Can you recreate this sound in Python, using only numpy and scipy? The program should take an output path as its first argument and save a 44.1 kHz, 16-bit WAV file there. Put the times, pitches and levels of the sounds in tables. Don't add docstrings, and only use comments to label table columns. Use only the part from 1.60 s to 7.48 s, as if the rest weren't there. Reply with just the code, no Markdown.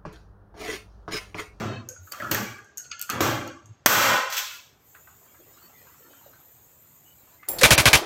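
import sys
import numpy as np
from scipy import signal
from scipy.io import wavfile
from scipy.ndimage import uniform_filter1d

SR = 44100
rng = np.random.default_rng(int(sys.argv[2]) if len(sys.argv) > 2 else 0)


def dump_mix(stems):
    frames = np.atleast_2d(stems).T
    limited = np.clip(frames, -1, 1)
    pcm = np.round(limited * 32767).astype(np.int16)
    wavfile.write(sys.argv[1], SR, pcm)


N = 259308

# start in seconds, level in dB, bass weight in dB, brightness in dB,
# first impact over the ring in dB.
JOLTS = [(-.03, -27.5, 15.5, -9, -15), (.519, -42, -2.5, -2, 4.5), (.601, -37.5, 18.5, 0, -6),
         (.712, -26.5, 8.5, 7, 8.5), (1.499, -31, 5.5, -13.5, -1.5), (1.606, -20.5, 8.5, .5, 5.5),
         (2.2606, 2.5, -8, 6.5, 9.5)]
JOLT_BANDS_HZ = [120, 400, 1200, 3500, 13000]
BODY_SHARE, BODY_DB, EDGE_SHARE, EDGE_DB = 0.55, -2, 0.25, -4.5
# start in seconds, level in dB,
# first impact over the ring in dB.
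SCRAPES = [(2.7, -32.5, -1.5), (2.724, -30, 4), (2.767, -32.5, 9), (2.778, -39.5, 19), (2.859, -45.5, -8)]
SCRAPE_COLOUR_DB = (-27, -2.5, 11.5, 13.5)
# frequency in Hz, density in dB per Hz.
FRAME_COLOUR = [(25, -31), (55, -26), (110, -6.5), (160, -14.5), (330, -6), (700, -6), (950, -5),
                (1700, -7), (2400, -7), (4300, -12.5), (6200, -16), (8000, -13.5), (13500, -22.5),
                (16000, -17)]
# frequency in Hz, width in Hz, peak in dB.
PROFILE_MODES = [(119.4, 31, -1), (194, 8.2, -2.5), (227, 81, -0.5), (336.5, 15, -3.5), (541, 43, -5),
                 (599.4, 28, -3.5), (880, 11, -7.5), (1023, 12, -11), (1183, 47, -2), (1327, 100, -3.5),
                 (1580, 250, -5.5), (1993, 19, -9), (3180, 81, -7), (3320, 130, -4), (5730, 420, 0),
                 (6330, 220, 1)]
# frequency in Hz, t60 in seconds.
ROOM_T60 = [(100, 0.78), (400, 0.74), (1200, 0.74), (3000, 0.68), (7000, 0.56), (14000, 0.46)]
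# time in seconds, edge in Hz.
BASS_EDGE = [(0, 20), (2.57, 29), (2.6, 330), (2.7, 380), (2.8, 520), (3.1, 410)]

# frequency in Hz, filter width in Hz, level in dB.
JAW_MODES = [(2734, 680, 4.5), (4320, 340, 3.5), (4500, 60, -2)]
SPRING_MODES = [(5940, 190, -16), (6490, 260, -3.5), (7400, 190, -16)]
TICK_MODES = [(9500, 3100, -5), (13190, 3700, -15.5)]
# start in seconds, level in dB.
SNAPS = [(.288, -38.5), (1.044, -60), (1.173, -40.5), (1.18, -36.5), (2.058, -57.5)]
# start in seconds, level in dB, tick against the rest in dB.
CLACKS = [(.475, -63, -15), (.521, -45.5, 10.5), (0.714, -29, 0), (0.746, -38, 8), (1.243, -51.5, -23),
          (1.315, -36.5, -26), (1.394, -44.5, 1.5), (1.414, -45.5, 16.5), (1.424, -44.5, 12.5),
          (1.499, -32.5, 6.5), (1.876, -46.5, -4)]
# start in seconds, lever pitch in Hz, level in dB.
SLIPS = [(0.362, 1440, -46.5), (.472, 1280, -44), (0.534, 1240, -38), (0.6, 1695, -31), (0.621, 1350, -28),
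         (0.644, 1293, -35), (.669, 1380, -37), (0.746, 1780, -26.5), (0.984, 1540, -39.5),
         (1.492, 1305, -27)]
SNAP_LEVER_HZ, SNAP_MIX_DB, SNAP_ROOM_DB = 1570, (-17.5, -18, 1.5, -1.5), -9
CLACK_LEVER_HZ, CLACK_MIX_DB, CLACK_ROOM_DB = 1400, (-5.5, -0.3, -0.5), -13.5
SLIP_MIX_DB, SLIP_ROOM_DB = (-2, -20, -38, -20), -18.5

# partial in Hz, level in dB.
SQUEAL_PARTIALS = [(1660, -52.5), (2590, -50), (3080, -54), (3770, -53.5), (4320, -54)]
SQUEAL_AT_S, SQUEAL_S = 0.036, 0.21
# start in seconds,
# length in seconds, pitch in Hz, level in dB.
SQUEAKS = [(.514, .018, 4670, -39), (1.311, 0.01, 4800, -36), (0.793, .25, 2300, -47.5),
           (2.87, .16, 1400, -53), (2.86, .17, 2600, -51.5), (4.002, 0.093, 4460, -59.5),
           (5.437, 0.12, 2956, -63), (5.771, .12, 2080, -57.5)]
# start in seconds, pitch in Hz, level in dB.
GROANS = [(0.129, 220, -43), (.25, 520, -51), (.36, 86, -49), (.56, 587, -45), (.76, 204.6, -35),
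          (1.5, 239, -41), (1.81, 513, -45), (2.02, 104, -44.5)]
GROAN_S = 0.13

# start in seconds, rise in seconds,
# hold in seconds, fall in seconds, level in dB.
ROLL_SWELLS = [(3.05, .9, 0.72, 0.62, -59.5), (5.4, 0.27, 0.086, 0.26, -65)]
ROLL_RANGE_DB = 21
# frequency in Hz, relative density in dB per Hz.
ROLL_COLOUR = [(100, -19.5), (300, 1), (600, -1.5), (1400, -2.5), (2500, -7), (4500, -13), (8000, -11.5),
               (16000, -37.5)]
# start in seconds, pitch in Hz, level in dB.
KNOCKS = [(3.348, 1526, -51.5), (3.473, 1300, -53.5), (3.744, 1280, -59), (4.268, 1370, -59),
          (4.531, 1460, -57), (4.66, 513, -55), (4.733, 1470, -56.5), (5.828, 1300, -53),
          (5.831, 2060, -53.5)]
BUMPS_PER_S, BUMP_LOW_HZ, BUMP_HIGH_HZ, BUMP_DB = 13, 444, 1417, -1.5
CHIRPS_PER_S, CHIRP_LOW_HZ, CHIRP_HIGH_HZ, CHIRP_S, CHIRP_DB = 4, 2800, 4520, 0.099, -14

# frequency in Hz, relative density in dB per Hz.
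RUMBLE_COLOUR = [(20, -59), (50, -29.5), (75, -4), (105, 8.5), (150, -8), (400, -10.5), (1300, -15),
                 (3000, -22), (7000, -28), (10000, -36), (16000, -56)]
HISS_COLOUR = [(1000, -19), (3500, -15.5), (5600, -20), (6600, 1), (8200, 2.5), (10800, -4.5), (12200, 1),
               (13500, -2.5), (15500, 2)]
# start in seconds, rise in seconds, hold in seconds, fall in seconds, level in dB.
HISS_SWELLS = [(.39, 0.075, 0.42, 0.13, -51), (2.6, 0.21, 0.14, 0.18, -47), (3.14, .15, 2.46, 0.42, -53)]
HISS_RANGE_DB = 23

# frequency in Hz, bin magnitude in dB.
GATE_THRESHOLD = [(60, -74), (130, -59.5), (300, -63), (600, -60.5), (1500, -65.5), (4000, -77.5),
                  (8000, -104), (14000, -81)]
# frequency in Hz, gain in dB.
MIC_RESPONSE = [(20, 0.5), (7500, -1), (8300, -7.5), (9300, -18.5), (11000, -7.5), (12300, -4),
                (13500, 9.5), (15400, -4), (16500, -14.5)]
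CUTOFF_HZ = 15900


def frame():
    out = np.zeros(N)
    for start_s, db, weight_db, bright_db, impact_db in JOLTS:
        body_db = BODY_DB + BODY_SHARE * weight_db
        edge_db = EDGE_DB + EDGE_SHARE * bright_db
        add(out, start_s, jolt(db, weight_db, body_db, edge_db, bright_db, impact_db))
    for start_s, db, impact_db in SCRAPES:
        add(out, start_s, jolt(db, *SCRAPE_COLOUR_DB, impact_db))
    hz, t, z = signal.stft(out, SR, nperseg=1024)
    edge_hz = np.interp(t, *np.transpose(BASS_EDGE))
    low_cut = 1 / np.sqrt(1 + (edge_hz / (hz[:, None] + 1)) ** 8)
    return signal.istft(z * low_cut, SR, nperseg=1024)[1][:N]


def jolt(db, thud_db, body_db, edge_db, fizz_db, impact_db, impact_s=0.022, build_s=0.044, swell_db=7.0):
    tail = room_tail(size=SR * 3 // 2)
    t = np.arange(len(tail)) / SR
    impact = amp(impact_db) * np.exp(-t / impact_s) * rng.standard_normal(len(t))
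    echoes = amp(swell_db) * (1 - np.exp(-t / build_s)) * tail
    hardness = list(zip(JOLT_BANDS_HZ, [thud_db, body_db, 0, edge_db, fizz_db]))

    def gain(hz):
        peaks = sum(amp(peak_db) / (1 + (2 * (hz - mode_hz) / width_hz) ** 2)
                    for mode_hz, width_hz, peak_db in PROFILE_MODES)
        return amp(read(FRAME_COLOUR, hz) + read(hardness, hz)) * (1 + peaks)

    gain_rms = np.sqrt(np.mean(gain(np.arange(0, SR / 2, 10)) ** 2))
    return amp(db) * causal(impact + echoes, gain) / gain_rms


def room_tail(size, uneven=0.16, ripple_db=1.5, blend_hz=7000):
    hz, t, z = signal.stft(rng.standard_normal(size), SR, nperseg=1024)
    favour = rng.standard_normal(len(hz))
    favour = unit(uniform_filter1d(favour, size=2) - uniform_filter1d(favour, size=9))
    mid_weight = 1 / (1 + (hz / blend_hz) ** 2) * hz / (hz + 200)
    favour = np.clip(favour, -2, 2) * mid_weight
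    t60_s = read(ROOM_T60, hz) * np.exp(uneven * (favour - 0.5))
    z = z * amp(ripple_db * favour[:, None] - 60 * t / t60_s[:, None])
    return signal.istft(z, SR, nperseg=1024)[1][:size]


def tool():
    out = np.zeros(N)
    for start_s, db in SNAPS:
        add(out, start_s, amp(db) * click(SNAP_LEVER_HZ, SNAP_MIX_DB, SNAP_ROOM_DB))
    for start_s, db, tick_db in CLACKS:
        add(out, start_s, amp(db) * click(CLACK_LEVER_HZ, (*CLACK_MIX_DB, tick_db), CLACK_ROOM_DB))
    for start_s, hz, db in SLIPS:
        add(out, start_s, amp(db) * click(hz, SLIP_MIX_DB, SLIP_ROOM_DB))
    return out


def click(lever_hz, mix_db, room_db, lever_width_hz=140):
    lever_db, jaws_db, spring_db, tick_db = mix_db
    lever = amp(lever_db) * strike([(lever_hz, lever_width_hz, 0)], 0.0072, room_db + 10.5)
    jaws = amp(jaws_db) * strike(JAW_MODES, 0.014, room_db + 2.5)
    spring = amp(spring_db) * strike(SPRING_MODES, 0.0014, room_db + 1.0)
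    tick = amp(tick_db) * strike(TICK_MODES, 0.0015, room_db, damping_db_per_s=69)
    return lever + jaws + spring + tick


def strike(modes, contact_s, room_db, damping_db_per_s=10):
    echoes = room_tail(size=SR * 3 // 5, ripple_db=9.5, blend_hz=11300)
    t = np.arange(len(echoes)) / SR
    chatter = rng.standard_normal(len(t)) * np.exp(-t / contact_s) * (1 - np.exp(-t / 0.00025))
    direct = unit(resonate(chatter, modes), size=530)
    damped = echoes * (1 - np.exp(-t / 0.001)) * amp(-damping_db_per_s * t)
    return direct + amp(room_db) * unit(resonate(damped, modes), size=2600)


def friction():
    squeal = [(SQUEAL_AT_S, SQUEAL_S, hz, db) for hz, db in SQUEAL_PARTIALS]
    groans = [(start_s, GROAN_S, hz, db) for start_s, hz, db in GROANS]
    return rubbing(squeal + SQUEAKS, sharpness=65) + rubbing(groans, sharpness=13.2)


def rubbing(rows, sharpness):
    out = np.zeros(N)
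    for start_s, length_s, hz, db in rows:
        ring = resonate(rng.standard_normal(SR), [(hz, hz / sharpness, 0)])
        rub = unit(ring[-round(length_s * SR):])
        add(out, start_s, amp(db) * rub * signal.windows.tukey(len(rub), 0.8))
    return out


def sash(grit_db=1.5):
    grit = np.tanh(unit(uniform_filter1d(rng.standard_normal(N), size=500)))
    rollers = amp(grit_db * grit) * noise(ROLL_COLOUR, patchy_db=6.5)
    chirps = scatter(CHIRPS_PER_S, CHIRP_LOW_HZ, CHIRP_HIGH_HZ)
    rollers += rubbing([(start_s, CHIRP_S, hz, CHIRP_DB) for start_s, hz in chirps], sharpness=69)
    for start_s, hz in scatter(BUMPS_PER_S, BUMP_LOW_HZ, BUMP_HIGH_HZ):
        add(rollers, start_s, amp(BUMP_DB) * knock(hz))
    out = swells(ROLL_SWELLS, ROLL_RANGE_DB) * rollers
    for start_s, hz, db in KNOCKS:
        add(out, start_s, amp(db) * knock(hz))
    return out


def knock(hz, sharpness=4):
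    return strike([(hz, hz / sharpness, 0)], 0.0077, -4.5, damping_db_per_s=133)


def scatter(per_s, low_hz, high_hz):
    draws = rng.random(size=(200, 2))
    return [((k + when) / per_s, low_hz * (high_hz / low_hz) ** pitch)
            for k, (when, pitch) in enumerate(draws) if k < per_s * N / SR]


def air(rumble_db=-62.5):
    rumble = amp(rumble_db) * noise(RUMBLE_COLOUR, patchy_db=2.0)
    hiss = swells(HISS_SWELLS, HISS_RANGE_DB) * noise(HISS_COLOUR, patchy_db=3.9)
    return rumble + hiss


def noise(colour, patchy_db):
    hz, t, z = signal.stft(rng.standard_normal(N), SR, nperseg=1024, noverlap=768)
    blur = np.outer(np.hanning(7), np.hanning(19))
    patches = unit(signal.oaconvolve(rng.standard_normal(z.shape), blur, "same"))
    z = z * amp(read(colour, hz)[:, None] + patchy_db * patches)
    return unit(signal.istft(z, SR, nperseg=1024, noverlap=768)[1][:N])


def swells(rows, range_db):
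    t = np.arange(N) / SR
    out = 0
    for start_s, rise_s, hold_s, fall_s, db in rows:
        before = 1 - (t - start_s) / rise_s
        after = (t - start_s - rise_s - hold_s) / fall_s
        out = out + amp(db - range_db * np.maximum(np.maximum(before, after), 0))
    return out


def resonate(x, modes):
    out = 0
    for hz, width_hz, db in modes:
        q = hz / width_hz
        core = signal.lfilter(*signal.iirpeak(hz, q, SR), x)
        out = out + amp(db) * signal.lfilter(*signal.iirpeak(hz, max(q / 4, 1), SR), core)
    return out


def causal(x, gain, size=8192):
    log_gain = np.log(np.maximum(gain(abs(np.fft.fftfreq(size, 1 / SR))), 1e-5))
    taps = np.fft.ifft(np.exp(np.conj(signal.hilbert(log_gain)))).real[:size // 2]
    return signal.oaconvolve(x, taps)[:len(x)]


def amp(db):
    return 10 ** (np.asarray(db) / 20)


def unit(x, size=None):
    return x / np.sqrt(np.mean(x[:size] ** 2) + 1e-20)


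def read(points, hz):
    points_hz, value = np.transpose(points)
    return np.interp(np.log(hz + 1), np.log(points_hz + 1), value)


def add(mix, start_s, sound):
    start = round(start_s * SR)
    sound = sound[max(-start, 0):]
    part = mix[max(start, 0):][:len(sound)]
    part += sound[:len(part)]


def gate(x, depth_db=12):
    hz, t, z = signal.stft(x, SR, nperseg=1024, noverlap=768)
    power = uniform_filter1d(abs(z) ** 2, size=5, axis=1)
    passed = power / (power + amp(read(GATE_THRESHOLD, hz))[:, None] ** 2)
    return signal.istft(z * amp(-depth_db * (1 - passed)), SR, nperseg=1024, noverlap=768)[1][:N]


def scene():
    return (gate(frame() + tool()) + friction() + air() + sash())[None]


def limiter(x, limit_db=-18.5, recovery_db_per_s=160, attack_s=0.0036, leak=0.69):
    power_db = 10 * np.log10(abs(uniform_filter1d(x ** 2, size=300)) + 1e-12)
    fall_db = np.arange(N) * recovery_db_per_s / SR
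    held_db = np.maximum.accumulate(power_db + fall_db) - fall_db
    over_db = np.maximum(held_db - limit_db, 0)
    keep = np.exp(-1 / (attack_s * SR))
    late_db = signal.lfilter([1 - keep], [1, -keep], np.roll(over_db, 150))
    leak_db = leak * np.maximum(over_db - late_db, 0)
    return x * amp(leak_db - over_db)


def record(dry):
    heard = causal(dry[0], lambda hz: amp(read(MIC_RESPONSE, hz)))
    rounded = 0.85 * np.tanh(limiter(heard) / 0.85)
    low_pass = signal.firwin(511, CUTOFF_HZ, window=("kaiser", 9), fs=SR)
    return signal.oaconvolve(rounded, low_pass, "same")[None]


dry = scene()
out = record(dry)
dump_mix(out)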